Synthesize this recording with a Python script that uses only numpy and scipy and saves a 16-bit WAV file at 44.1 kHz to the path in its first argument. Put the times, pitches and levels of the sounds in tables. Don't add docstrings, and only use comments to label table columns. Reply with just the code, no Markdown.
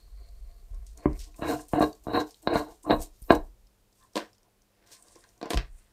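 import sys
import numpy as np
from scipy import signal
from scipy.fft import rfft, irfft
from scipy.io import wavfile
from scipy.ndimage import uniform_filter1d

SR = 44100
rng = np.random.default_rng(int(sys.argv[2]) if len(sys.argv) > 2 else 0)


def how_loud(loudness_db):
    steps = np.asarray(loudness_db, float) / 20
    return 10 ** steps


def persist_wave(psi):
    counts = np.round(np.clip(psi, -1, 1) * 32767).astype(np.int16)
    wavfile.write(sys.argv[1], SR, np.atleast_2d(counts).T)


N = 261072

# pitch_hz, level_db (per Hz)
AIR_COLOUR = [(12, -34.5), (22, -5), (74, -24.5), (107, -14.5), (158, -30), (400, -25.5), (1510, -37.5),
              (15800, -43.5)]
# pitch_hz, level_db (rms)
MAINS_HUM = [(100.5, -88), (200, -80)]
# start_s, level_db, fade_s (per 20 dB)
CREAKS = [
    (.02, -71.5, 0.5),
    (.204, -64.5, 0.38),
    (.33, -64.5, 0),
    (.466, -69.5, 0.9),
    (.74, -60, 0.17),
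    (.986, -57.5, 0.17),
    (1.041, -48.5, 0.16),
]
# time_s, ring_db
JAW_PRESSURE = [
    (0, -68),
    (.11, -74.5),
    (.25, -65),
    (.36, -76),
    (.6, -73),
    (.7, -90),
    (.94, -84),
    (1.0, -68),
    (1.06, -75),
]
# pitch_hz, level_db, t60_s
JAW_BODY = [(419.1, -2, 0.038), (698, -5.5, 0.036), (1082, -8.5, 0.036), (2251, 6.5, 0.0042)]
# pitch_hz, level_db, t60_s
JAW_RING = [(4250, 7, 0.011), (4670, -1, 0.019)]

# start_s, level_db, fade_s (per 20 dB)
JOLTS = [(.055, -42, 2.5), (.41, -39.5, 1), (.58, -46, -0.3), (0.713, -31.5, 0.35), (0.852, -24, 0),
         (1.075, -27.5, 0.24), (1.181, -34.5, 0.09), (1.444, -26, 0), (1.754, -27, 0), (2.108, -27, 0.01),
         (2.53, -36.5, 0.17), (2.93, -33.5, 0.18), (3.001, -32, 0.09), (3.065, -44, 0), (3.222, -41, 0.1),
         (3.351, -26, 0.15), (3.5, -48.5, 0.3), (5.1, -66, 1), (5.56, -25, 0.1), (5.68, -40, 0.17)]
# pitch_hz, level_db (per Hz)
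SWAY_COLOUR = [(12, -19.5), (22, 4), (49, 0.5), (76, -20), (104, -29), (200, -47), (260, -70.5),
               (440, -120)]
# start_s, rustle_db, above_7khz_db, thin_top_db, fade_s (per 20 dB)
SLIDES = [(1.03, -58.5, -73, -73, 0), (1.18, -60.5, -63, -67, 1), (1.501, -41.5, -44.5, -48, 0.11),
          (1.604, -53.5, -51, -63, 0.07), (1.73, -64, -52, -59, .09), (1.828, -48, -50.5, -51, 0.09),
          (1.91, -63, -71, -69, 0.33), (2.075, -69, -66, -69, 0.4), (2.165, -60, -57, -54, 0.1),
          (2.203, -41, -57, -53, 0.03), (2.28, -57, -65, -64, 0.08), (2.315, -55.5, -58.5, -74, 0.04),
          (2.36, -67, -70, -73, 0.2), (2.575, -46.5, -50.5, -52, 0.09), (2.71, -62.5, -62.5, -69, 0.14),
          (2.925, -70, -58.5, -57, 0.14), (2.965, -66, -56, -54, -0.1), (3.02, -43, -39.5, -47, 0.0455),
          (3.15, -68.5, -71, -77, 0.2), (3.258, -71, -66, -60, 0.2), (3.32, -48, -46, -49, 0.03),
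          (3.352, -41, -49.5, -48, -0.01), (3.45, -75, -75, -77, 0.36), (3.99, -72.5, -71.5, -78, 0.2),
          (4.04, -73.5, -73, -82, 0.14), (4.135, -69.5, -73, -78, .04), (4.35, -61.5, -75, -86, -1),
          (4.925, -48.5, -54.5, -62, 0.06), (5.0, -76, -61, -79, 2), (5.075, -67.5, -60.5, -79, 1.5),
          (5.13, -64, -61, -79, 5), (5.19, -69, -62, -80, 0.5), (5.291, -72, -68, -79, 1),
          (5.775, -80.5, -64, -78.5, 0.7)]
# start_s, rustle_db, above_7khz_db, thin_top_db, fade_s (per 20 dB)
GRABS = [(0.746, -63, -63.5, -76, 0.018), (0.87, -61.5, -64.5, -79, 0.15), (0.975, -65, -62, -75, 0.12),
         (1.196, -44.5, -52.5, -58, 0.1), (1.362, -62, -57, -63, 0.21), (1.684, -59, -54, -60, 0.097),
         (1.797, -64, -51, -57, .06), (2.038, -64, -60, -66, 0.066), (2.134, -64, -62, -58, .08),
         (2.422, -66, -61, -65.5, 0.11), (2.54, -51, -46.5, -54, .1), (2.832, -67, -52.5, -70, 0.043),
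         (2.9, -70, -65, -61.5, .06), (3.22, -69.5, -60, -58.5, 0.051), (4.865, -64.5, -72, -74, 0.2),
         (4.158, -45, -49.5, -57, 0.09), (5.505, -45, -41.5, -51.5, 0.053), (5.538, -42.5, -63, -57, 0.074)]
# pitch_hz, level_db (per Hz)
GLOVE_COLOUR = [(880, -36.5), (1500, -16), (2290, -12), (4080, -3.5), (7500, 0), (9300, 0.5),
                (11000, -16.5), (16000, -55)]
# pitch_hz, level_db (per Hz)
GLOVE_TOP = [(6470, -33), (11000, -7), (13100, 5), (15100, -5.5), (15800, -10.5)]
# start_s, peak_db, pitch_hz
TICKS = [(0.2877, -54, 4500), (0.8659, -42, 6100), (0.9747, -41.5, 6700), (1.1308, -48, 5200),
         (1.1917, -39, 5700), (1.343, -44, 2510), (1.6845, -47, 9300), (1.761, -47, 8000),
         (1.901, -59, 11000), (1.9291, -41.5, 4440), (1.951, -49, 7000), (2.04, -53, 8500),
         (2.308, -40, 5300), (2.344, -45, 4100), (2.4268, -46.5, 8100), (2.833, -43.5, 8100),
         (3.2197, -46.5, 9500), (3.226, -43.5, 9500), (3.239, -53.5, 5190), (3.247, -55, 4770),
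         (3.6696, -54.5, 4970), (3.927, -55, 5010), (4.001, -56.5, 5500), (4.027, -53.5, 3500),
         (4.036, -56, 8200), (4.134, -52.5, 5600), (4.3308, -51, 5240), (4.382, -54, 5010),
         (4.4308, -56.5, 5530), (4.6195, -57, 6200), (4.873, -51.5, 5900), (5.025, -46, 8080),
         (5.0832, -43.5, 4940), (5.1558, -46.5, 5870), (5.239, -46.5, 4220), (5.207, -49, 4810),
         (5.29, -51.5, 5800), (5.378, -53.5, 6200)]

# bite_s, fastest_s, bite_db, fastest_db, fade_s (per 20 dB)
TURNS = [(0.971, 1.04, -54.5, -62, -0.8), (1.259, 1.287, -60.5, -65.5, 0.5),
         (1.347, 1.382, -59.5, -73, 0.2), (1.388, 1.396, -47, -50.5, 0.07),
         (1.419, 1.503, -31.5, -26.5, 0.01), (1.506, 1.554, -27.5, -31, -0.0258),
         (1.592, 1.61, -40.5, -52, 0.07), (1.715, 1.73, -59, -50, 0.05), (1.737, 1.794, -28, -28, -0.3),
         (1.811, 1.84, -20.5, -21.5, 0), (2.04, 2.068, -58, -55, 1), (2.078, 2.136, -34, -30.5, 0.0647),
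         (2.142, 2.215, -19, -27.5, -0.05), (2.428, 2.465, -56.5, -54, 0.22),
         (2.472, 2.551, -33.5, -22, .02), (2.559, 2.608, -19, -32, .06), (2.66, 2.721, -44.5, -48.5, 0.02),
         (2.842, 2.851, -55, -43.5, .02), (2.863, 2.886, -36, -32.5, -0.5),
         (2.904, 2.937, -14.5, -24, 0.0051), (2.992, 3.007, -38, -45, 0.0868),
         (3.296, 3.308, -28.5, -12.5, 0.0038), (3.324, 3.364, -22, -31.5, -0.02)]
# start_s, boom_db, rasp_db, nut_lower_db, nut_upper_db
GRIPS = [(0, 0.1, -1, -0.2, 1), (1.37, 3.5, 4.5, -2, -2), (1.46, 1.6, 4.5, -0.5, -1.5),
         (1.7, 1.5, 0.5, -6, -5.5), (1.8, 0.5, -1, -1.5, -2.5), (2.03, 0.5, -5.5, -0.5, -4.1),
         (2.125, -3, 1, -4.5, 2.5), (2.18, 0, -0.8, -1, -1.5), (2.41, 4.2, 1, 1, 3),
         (2.54, 0, -0.5, -1.1, 4.7), (2.83, 3.2, -9, -10, -12), (2.89, 0.5, -1.8, 2, -4),
         (3.25, 1.3, 1.5, -2, 2.5), (3.315, 1.1, -2, -5.5, 5)]
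# start_s, edge_db, housing_db, nut_db, thud_db
CATCHES = [(1.3921, -55, -42, -67, -40), (1.4218, -21.5, -32, -52, -35), (1.7344, -15.5, -21, -57.5, -26.5),
           (1.7587, -37, -27.5, -54.5, -44), (1.8068, -25, -17.5, -41, -31), (1.8258, -40, -19.5, -30, -44),
           (2.0687, -48, -31.5, -71, -35), (2.084, -44, -29, -58, -44.5), (2.1345, -24, -27.5, -38, -44),
           (2.175, -31, -23, -52, -44), (2.4736, -6, -26, -26, -35.5), (2.5565, -23.5, -16, -31, -32.5),
           (2.8655, -60, -37.5, -70, -42), (2.898, -30, -21, -51, -39), (2.9082, -31.5, -16.5, -23, -38.5),
           (2.9276, -15, -19, -38, -38), (2.94, -25, -23.5, -41.5, -45), (3.3056, 2.5, -13, -25.5, -24),
           (3.3083, -8, -21, -35, -40), (3.322, -30, -22, -30, -40)]
# pitch_hz, level_db, t60_s
HOUSING = [(235, -18, 0.014), (297.2, -1.5, .09), (342.2, -6, 0.053), (411, -4.5, 0.046),
           (471.5, -3.5, .055), (550, -10, 0.016), (651, -0.5, 0.045), (679.3, -1.5, 0.05),
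           (729.3, -2, 0.049), (838.7, -7.5, 0.0065), (1073, -1.5, 0.029), (917, -8.5, 0.02),
           (570.2, 5, 0.0031), (941.6, 5, 0.0045)]
# pitch_hz, level_db, t60_s
RASP = [(1334, 1, 0.016), (1488, 1, 0.022), (1656, 5, 0.018), (2130, -3.5, 0.012), (2479, -7.5, 0.0076),
        (2860, -3, 0.017), (3450, -2, 0.0034), (1860, 5, 0.0026), (2520, 3.5, .003), (3150, 2, 0.0021)]
# pitch_hz, level_db, t60_s
NUT = [(3888, 0, .045), (4185, -1, .05), (4480, -13, .015), (4790, -17, .02), (5400, -22, .015)]
# pitch_hz, level_db, t60_s
BENCH = [(40, -7, 0.075), (64, 1, 0.2), (106, 4, 0.14), (140, 2.5, 0.18), (170, -6, 0.12)]

# start_s, level_db, thud_db
SET_DOWN = [
    (1.057, -12, -32),
]
# pitch_hz, level_db, t60_s
WOOD = [(298, -2.5, 0.079), (371, 2, 0.027), (578, -8.5, 0.0264), (754, -11, 0.029), (1005, -4.5, 0.015),
        (1630, -12.5, 0.0067), (2066, -8, 0.0094), (3040, -10.5, .02)]
# start_s, mid_crack_db, dull_db, high_crack_db, thud_db
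KNOCKS = [
    (4.1564, -22, -19.5, -40, -66),
    (4.1666, -26.5, -16.5, -39, -72),
    (4.1756, -22, -17, -37, -92.5),
    (5.414, -38, -28.5, -67, -75),
    (5.4285, -34, -18.5, -66, -65.5),
    (5.457, -39, -24, -55, -61),
    (5.5048, -23.5, -16, -28, -63),
    (5.5333, -23, -16, -34, -49),
    (5.5431, -23.5, -15.5, -41, -31),
    (5.5732, -18.5, -25, -62, -36.5),
]
# pitch_hz, level_db, t60_s
PART = [(326, -3, 0.049), (466, 0.5, 0.036), (690, 4.5, 0.018), (1008, 2.5, 0.014), (1510, -4, 0.013)]
# pitch_hz, level_db, t60_s
PART_SURFACE = [(1794, 2.5, 0.0036), (2662, 0, .005), (3120, 3, 0.0019), (4187, 0.5, 0.0028),
                (5320, -1.5, 0.0025)]
# start_s, dull_db, bright_db, rise_s, fade_s (per 20 dB)
SCUFFS = [(4.168, -25.5, -29.5, 0.01, 0.015), (4.2, -36, -41, 0.0343, 0.0474),
          (4.47, -68, -89.5, 0.16, 0.06), (4.93, -65, -64.5, -0.3, -0.1), (5.075, -62, -79, 0.15, 0.05),
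          (5.112, -62, -70, -0.1, -0.04), (5.156, -52, -60, -0.01, 0.05), (5.242, -66, -68, -0.1, 0.14),
          (5.36, -65.5, -83, 0, 0.14), (5.417, -34, -48, -0.0047, 0), (5.432, -36.5, -43.5, 0.01, 0.0459),
          (5.458, -38.5, -46.5, 0.01, 0.06), (5.507, -28, -29.5, -0.0019, 0.0234),
          (5.575, -40.5, -37, -0.01, 0.05), (5.82, -81, -69.5, 0.24, -0.2)]
# start_s, level_db, rise_s, fade_s (per 20 dB)
BRUSHES = [(4.028, -61, 1, 0.07), (4.88, -68, .02, .06), (4.935, -58.5, 0.04, 0.05), (4.99, -67, 0.3, -0.1),
           (5.073, -63, .015, -0.2), (5.11, -65, .015, -0.2), (5.157, -61, -0.1, 0.04),
           (5.24, -56, 0.006, -0.2)]
# pitch_hz, level_db, t60_s
NUT_MOUTH = [(1050, -0.5, 0.034), (1752, -8, 0.023)]
# pitch_hz, t60_s
ROOM_DECAY = [(200, 0.2), (500, 0.21), (1500, 0.17), (4000, 0.14), (10000, 0.073)]


def rms_one(x):
    return x / np.sqrt(np.mean(x ** 2) + 1e-20)


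def shaped(x, spectrum):
    hz, level_db = np.transpose(spectrum)
    log_hz = np.log(np.arange(N // 2 + 1) * SR / N + 1)
    gain = how_loud(np.interp(log_hz, np.log(hz), level_db))
    return rms_one(irfft(rfft(x) * gain, N))


def drift(rate_hz):
    lowpass = signal.butter(2, rate_hz * 100, fs=SR)
    slow = signal.lfilter(*lowpass, rng.standard_normal(N // 100 + 202))[200:]
    return np.interp(np.arange(N) / 100, np.arange(len(slow)), rms_one(slow))


def swells(start_s, level_db, rise_s, fall_s, until_s=None, end_db=None):
    time, out = np.arange(N) / SR, np.full(N, -120.)
    until_s = start_s if until_s is None else until_s
    end_db = level_db if end_db is None else end_db
    for a, a_db, rise, fall, b, b_db in np.broadcast(start_s, level_db, rise_s, fall_s, until_s, end_db):
        end = max(a, b)
        points = [a - 5 * abs(rise), a, end + 1e-4, end + 5 * abs(fall)]
        out = np.maximum(out, np.interp(time, points, [a_db - 100, a_db, b_db, b_db - 100]))
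    return out


def ring(force, hz, t60):
    radius, turn = how_loud(-60 / (t60 * SR)), 2 * np.pi * hz / SR
    return signal.lfilter([0, np.sin(turn)], [1, -2 * radius * np.cos(turn), radius ** 2], force + 1e-18)


def body(force, modes):
    return sum((-1) ** k * how_loud(level_db) * ring(force, hz, t60) for k, (hz, level_db, t60) in enumerate(modes))


def grains(per_s, spread_db):
    sizes = how_loud(spread_db * np.minimum(rng.exponential(1, N), 4)) * rng.choice([-1, 1], N)
    return rms_one(sizes * (rng.random(N) < per_s / SR))


def rubbed(level_db, modes, per_s, spread_db, soft_hz, wander_db):
    force = signal.lfilter(*signal.butter(2, soft_hz, fs=SR), grains(per_s, spread_db))
    scale = how_loud(level_db - 3.0) / body(force, modes).std()
    return sum((-1) ** k * ring(force * scale * how_loud(db + wander_db * drift(18)), hz, t60)
               for k, (hz, db, t60) in enumerate(modes))


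def pushes(times, level_db, contact_ms=0):
    out = np.zeros(N)
    for s, db in np.broadcast(times, level_db):
        push = np.hanning(int(contact_ms * SR / 1000) + 3)
        start = int(s * SR)
        out[start:start + len(push)] += how_loud(db) * push / push.sum()
    return out


def strike(times, level_db, modes, scatter_db, contact_ms):
    luck = scatter_db * rng.standard_normal((len(times), len(modes)))
    return sum(ring(pushes(times, level_db + mode_db + luck[:, k], contact_ms), hz, t60)
               for k, (hz, mode_db, t60) in enumerate(modes))


def crack(times, level_db, low_hz, high_hz, t60):
    fade = signal.lfilter([1], [1, -how_loud(-60 / (t60 * SR))], pushes(times, level_db))
    band = signal.butter(2, [low_hz, high_hz], "band", fs=SR, output="sos")
    white = rng.standard_normal(N)
    return signal.sosfilt(band, fade * white) / signal.sosfilt(band, white).std()


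def air():
    time = np.arange(N) / SR
    hum = sum(np.sqrt(2) * how_loud(level_db) * np.sin(2 * np.pi * hz * time) for hz, level_db in MAINS_HUM)
    return how_loud(-67.5) * shaped(rng.standard_normal(N), AIR_COLOUR) + hum


def pliers():
    start_s, level_db, fade_s = np.transpose(CREAKS)
    creak_db = swells(start_s, level_db, 0.23 * fade_s, fade_s)
    ring_db = np.interp(np.arange(N) / SR, *np.transpose(JAW_PRESSURE), right=-120)
    creak = rubbed(creak_db, JAW_BODY, per_s=500, spread_db=1.5, soft_hz=1507, wander_db=4)
    return creak + rubbed(ring_db, JAW_RING, per_s=1500, spread_db=-4.5, soft_hz=6040, wander_db=1.5)


def gestures():
    start_s, *levels_db, fade_s = np.transpose(SLIDES + GRABS)
    fade_s = np.clip(fade_s, .015, .2)
    slide_rise_s = 0.6 * fade_s[:len(SLIDES)]
    rise_s = np.r_[slide_rise_s, np.full(len(GRABS), .008)]
    moves = [swells(start_s, db, rise_s, fade_s) for db in levels_db]
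    jolt_s, jolt_db, jolt_fade_s = np.transpose(JOLTS)
    moves.append(swells(jolt_s, jolt_db, 0.043 * jolt_fade_s, jolt_fade_s))
    hold = swells(0, 0, 1, 1.0, until_s=3.33, end_db=0)
    return [np.maximum(move, hold + db) for move, db in zip(moves, (-77, -77, -80, -61.5))]


def hands():
    low_db, high_db, top_db, sway_db = gestures()
    crackle = rng.standard_normal(N) + 0.8 * grains(per_s=4500, spread_db=6.0)
    rubber = shaped(crackle, GLOVE_COLOUR)
    low = signal.filtfilt(*signal.butter(3, 6800, fs=SR), rubber)
    rustle = low * how_loud(low_db + 1.2 * drift(14))
    rustle = rustle + (rubber - low) * how_loud(high_db + 1.2 * drift(14))
    rustle = rustle + how_loud(top_db) * shaped(crackle, GLOVE_TOP)
    sway = how_loud(sway_db) * shaped(rng.standard_normal(N), SWAY_COLOUR)
    return rustle * how_loud(1.2 * drift(60)), sway


def ticks():
    out, time = np.zeros(N), np.arange(600) / SR
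    for s, peak_db, hz in TICKS:
        snap = rng.standard_normal(600) * how_loud(peak_db - 60 * time / 0.018)
        narrow = signal.lfilter(*signal.butter(1, [hz * 0.95, hz * 1.07], "band", fs=SR), snap)
        broad = signal.lfilter(*signal.butter(1, [hz * 1.2, min(hz * 1.5, 16000)], "band", fs=SR), snap)
        start = int(s * SR)
        out[start:start + 600] += 2.3 * narrow + 0.594 * broad
    return out


def grips():
    grip_s, *gains_db = np.transpose(GRIPS)
    grip = np.searchsorted(grip_s[1:], np.arange(N) / SR)
    return [uniform_filter1d(db[grip], size=400) for db in gains_db]


def held(nut):
    _, _, lower_db, upper_db = grips()
    lower = signal.sosfiltfilt(signal.butter(10, 4035, fs=SR, output="sos"), nut)
    return how_loud(lower_db) * lower + how_loud(upper_db) * (nut - lower)


def thread():
    bite_s, fast_s, bite_db, fast_db, fade_s = np.transpose(TURNS)
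    fade_s = np.clip(fade_s, .006, .065)
    grind_db = swells(bite_s, bite_db, 0.014, fade_s, fast_s, fast_db)
    boom_db, rasp_gain_db = grips()[:2]
    housing = rubbed(grind_db, HOUSING, per_s=1100, spread_db=2.5, soft_hz=1700, wander_db=2.2)
    boom = signal.filtfilt(*signal.butter(2, 420, fs=SR), housing)
    housing = housing + (how_loud(boom_db) - 1) * boom
    rasp_db = rasp_gain_db - 33.5 + 1.22 * (grind_db + 20.0)
    rasp = rubbed(rasp_db, RASP, per_s=1800, spread_db=2.5, soft_hz=3530, wander_db=2.5)
    nut_db = -36.5 + 1.27 * (grind_db + 20.5)
    nut = held(rubbed(nut_db, NUT, per_s=2400, spread_db=0.5, soft_hz=5144, wander_db=2.5))
    turning = np.arange(N) > 1.37 * SR
    shake = rubbed(grind_db - 15.5, BENCH, per_s=79, spread_db=3, soft_hz=300, wander_db=2.0)
    return housing + (rasp + nut) * turning, shake


def knocks():
    start_s, mid_db, dull_db, high_db, thud_db = np.transpose(KNOCKS)
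    dull = strike(start_s, dull_db - 10.0, PART, scatter_db=2.5, contact_ms=0.82)
    mid = crack(start_s, mid_db - 5.0, low_hz=1400, high_hz=4970, t60=0.018)
    high = crack(start_s, high_db, low_hz=5022, high_hz=12300, t60=0.0075)
    land_s, land_db, land_thud_db = np.transpose(SET_DOWN)
    landing = strike(land_s, land_db, WOOD, scatter_db=0, contact_ms=0.56)
    all_s, all_thud_db = np.r_[start_s, land_s], np.r_[thud_db - 3, land_thud_db]
    thud = strike(all_s, all_thud_db, BENCH, scatter_db=4, contact_ms=4)
    return dull + mid + high + landing, thud


def catches():
    start_s, edge_db, housing_db, nut_db, thud_db = np.transpose(CATCHES)
    housing = strike(start_s, housing_db - 6.0, HOUSING, scatter_db=4, contact_ms=0.64)
    edge = ring(pushes(start_s, edge_db + 4.5, contact_ms=0.73), hz=1240, t60=0.0028)
    rasp = strike(start_s, edge_db - 17.5, RASP, scatter_db=0, contact_ms=0.39)
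    nut = held(strike(start_s, nut_db + 4.5, NUT, scatter_db=1.5, contact_ms=0.25))
    thud = strike(start_s, thud_db - 8, BENCH, scatter_db=2.0, contact_ms=2.7)
    return housing + edge + rasp + nut, thud


def brushing():
    start_s, level_db, rise_s, fade_s = np.transpose(BRUSHES)
    touch_db = swells(start_s, level_db, np.clip(rise_s, .004, .04), np.clip(fade_s, .02, .07))
    return rubbed(touch_db, NUT_MOUTH, per_s=1300, spread_db=3, soft_hz=2492, wander_db=3.0)


def shifting():
    start_s, dull_db, bright_db, rise_s, fade_s = np.transpose(SCUFFS)
    dull_db = swells(start_s, dull_db, rise_s, fade_s)
    bright_db = swells(start_s, bright_db, rise_s, 1.35 * fade_s)
    dull = rubbed(dull_db, PART, per_s=900, spread_db=2.5, soft_hz=1821, wander_db=2.5)
    return dull + rubbed(bright_db, PART_SURFACE, per_s=2500, spread_db=4.5, soft_hz=5600, wander_db=1.2)


def workshop(x):
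    time, tail = np.arange(SR // 2) / SR, 0
    for hz, t60 in ROOM_DECAY:
        band = signal.butter(1, [hz * 0.55, hz * 2.1], "band", fs=SR)
        tail = tail + signal.lfilter(*band, rng.standard_normal(len(time))) * how_loud(-60 * time / t60)
    tail = tail * np.clip(time / 0.0041, 0, 1)
    return signal.fftconvolve(x, tail / np.sqrt(np.sum(tail ** 2)))[:N]


def scene():
    rustle, sway = hands()
    grind, shake = thread()
    tap, tap_thud = knocks()
    jam, jam_thud = catches()
    parts = pliers() + grind + tap + jam + brushing() + shifting()
    small = signal.sosfilt(signal.butter(4, 190, "high", fs=SR, output="sos"), parts)
    near = small + ticks() + rustle
    bench = shake + jam_thud + tap_thud + sway
    return (near + how_loud(-11) * workshop(near) + bench + air())[None]


def roll_off(x):
    return signal.sosfilt(signal.butter(12, 16460, fs=SR, output="sos"), x)


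def record(dry):
    mix = signal.sosfilt(signal.butter(3, 30, "high", fs=SR, output="sos"), dry)
    mix = np.clip(mix, -.98, .98)
    mix = signal.sosfiltfilt(signal.cheby2(12, 50, 16350, fs=SR, output="sos"), mix)
    return roll_off(mix)


dry = scene()
out = record(dry)
persist_wave(out)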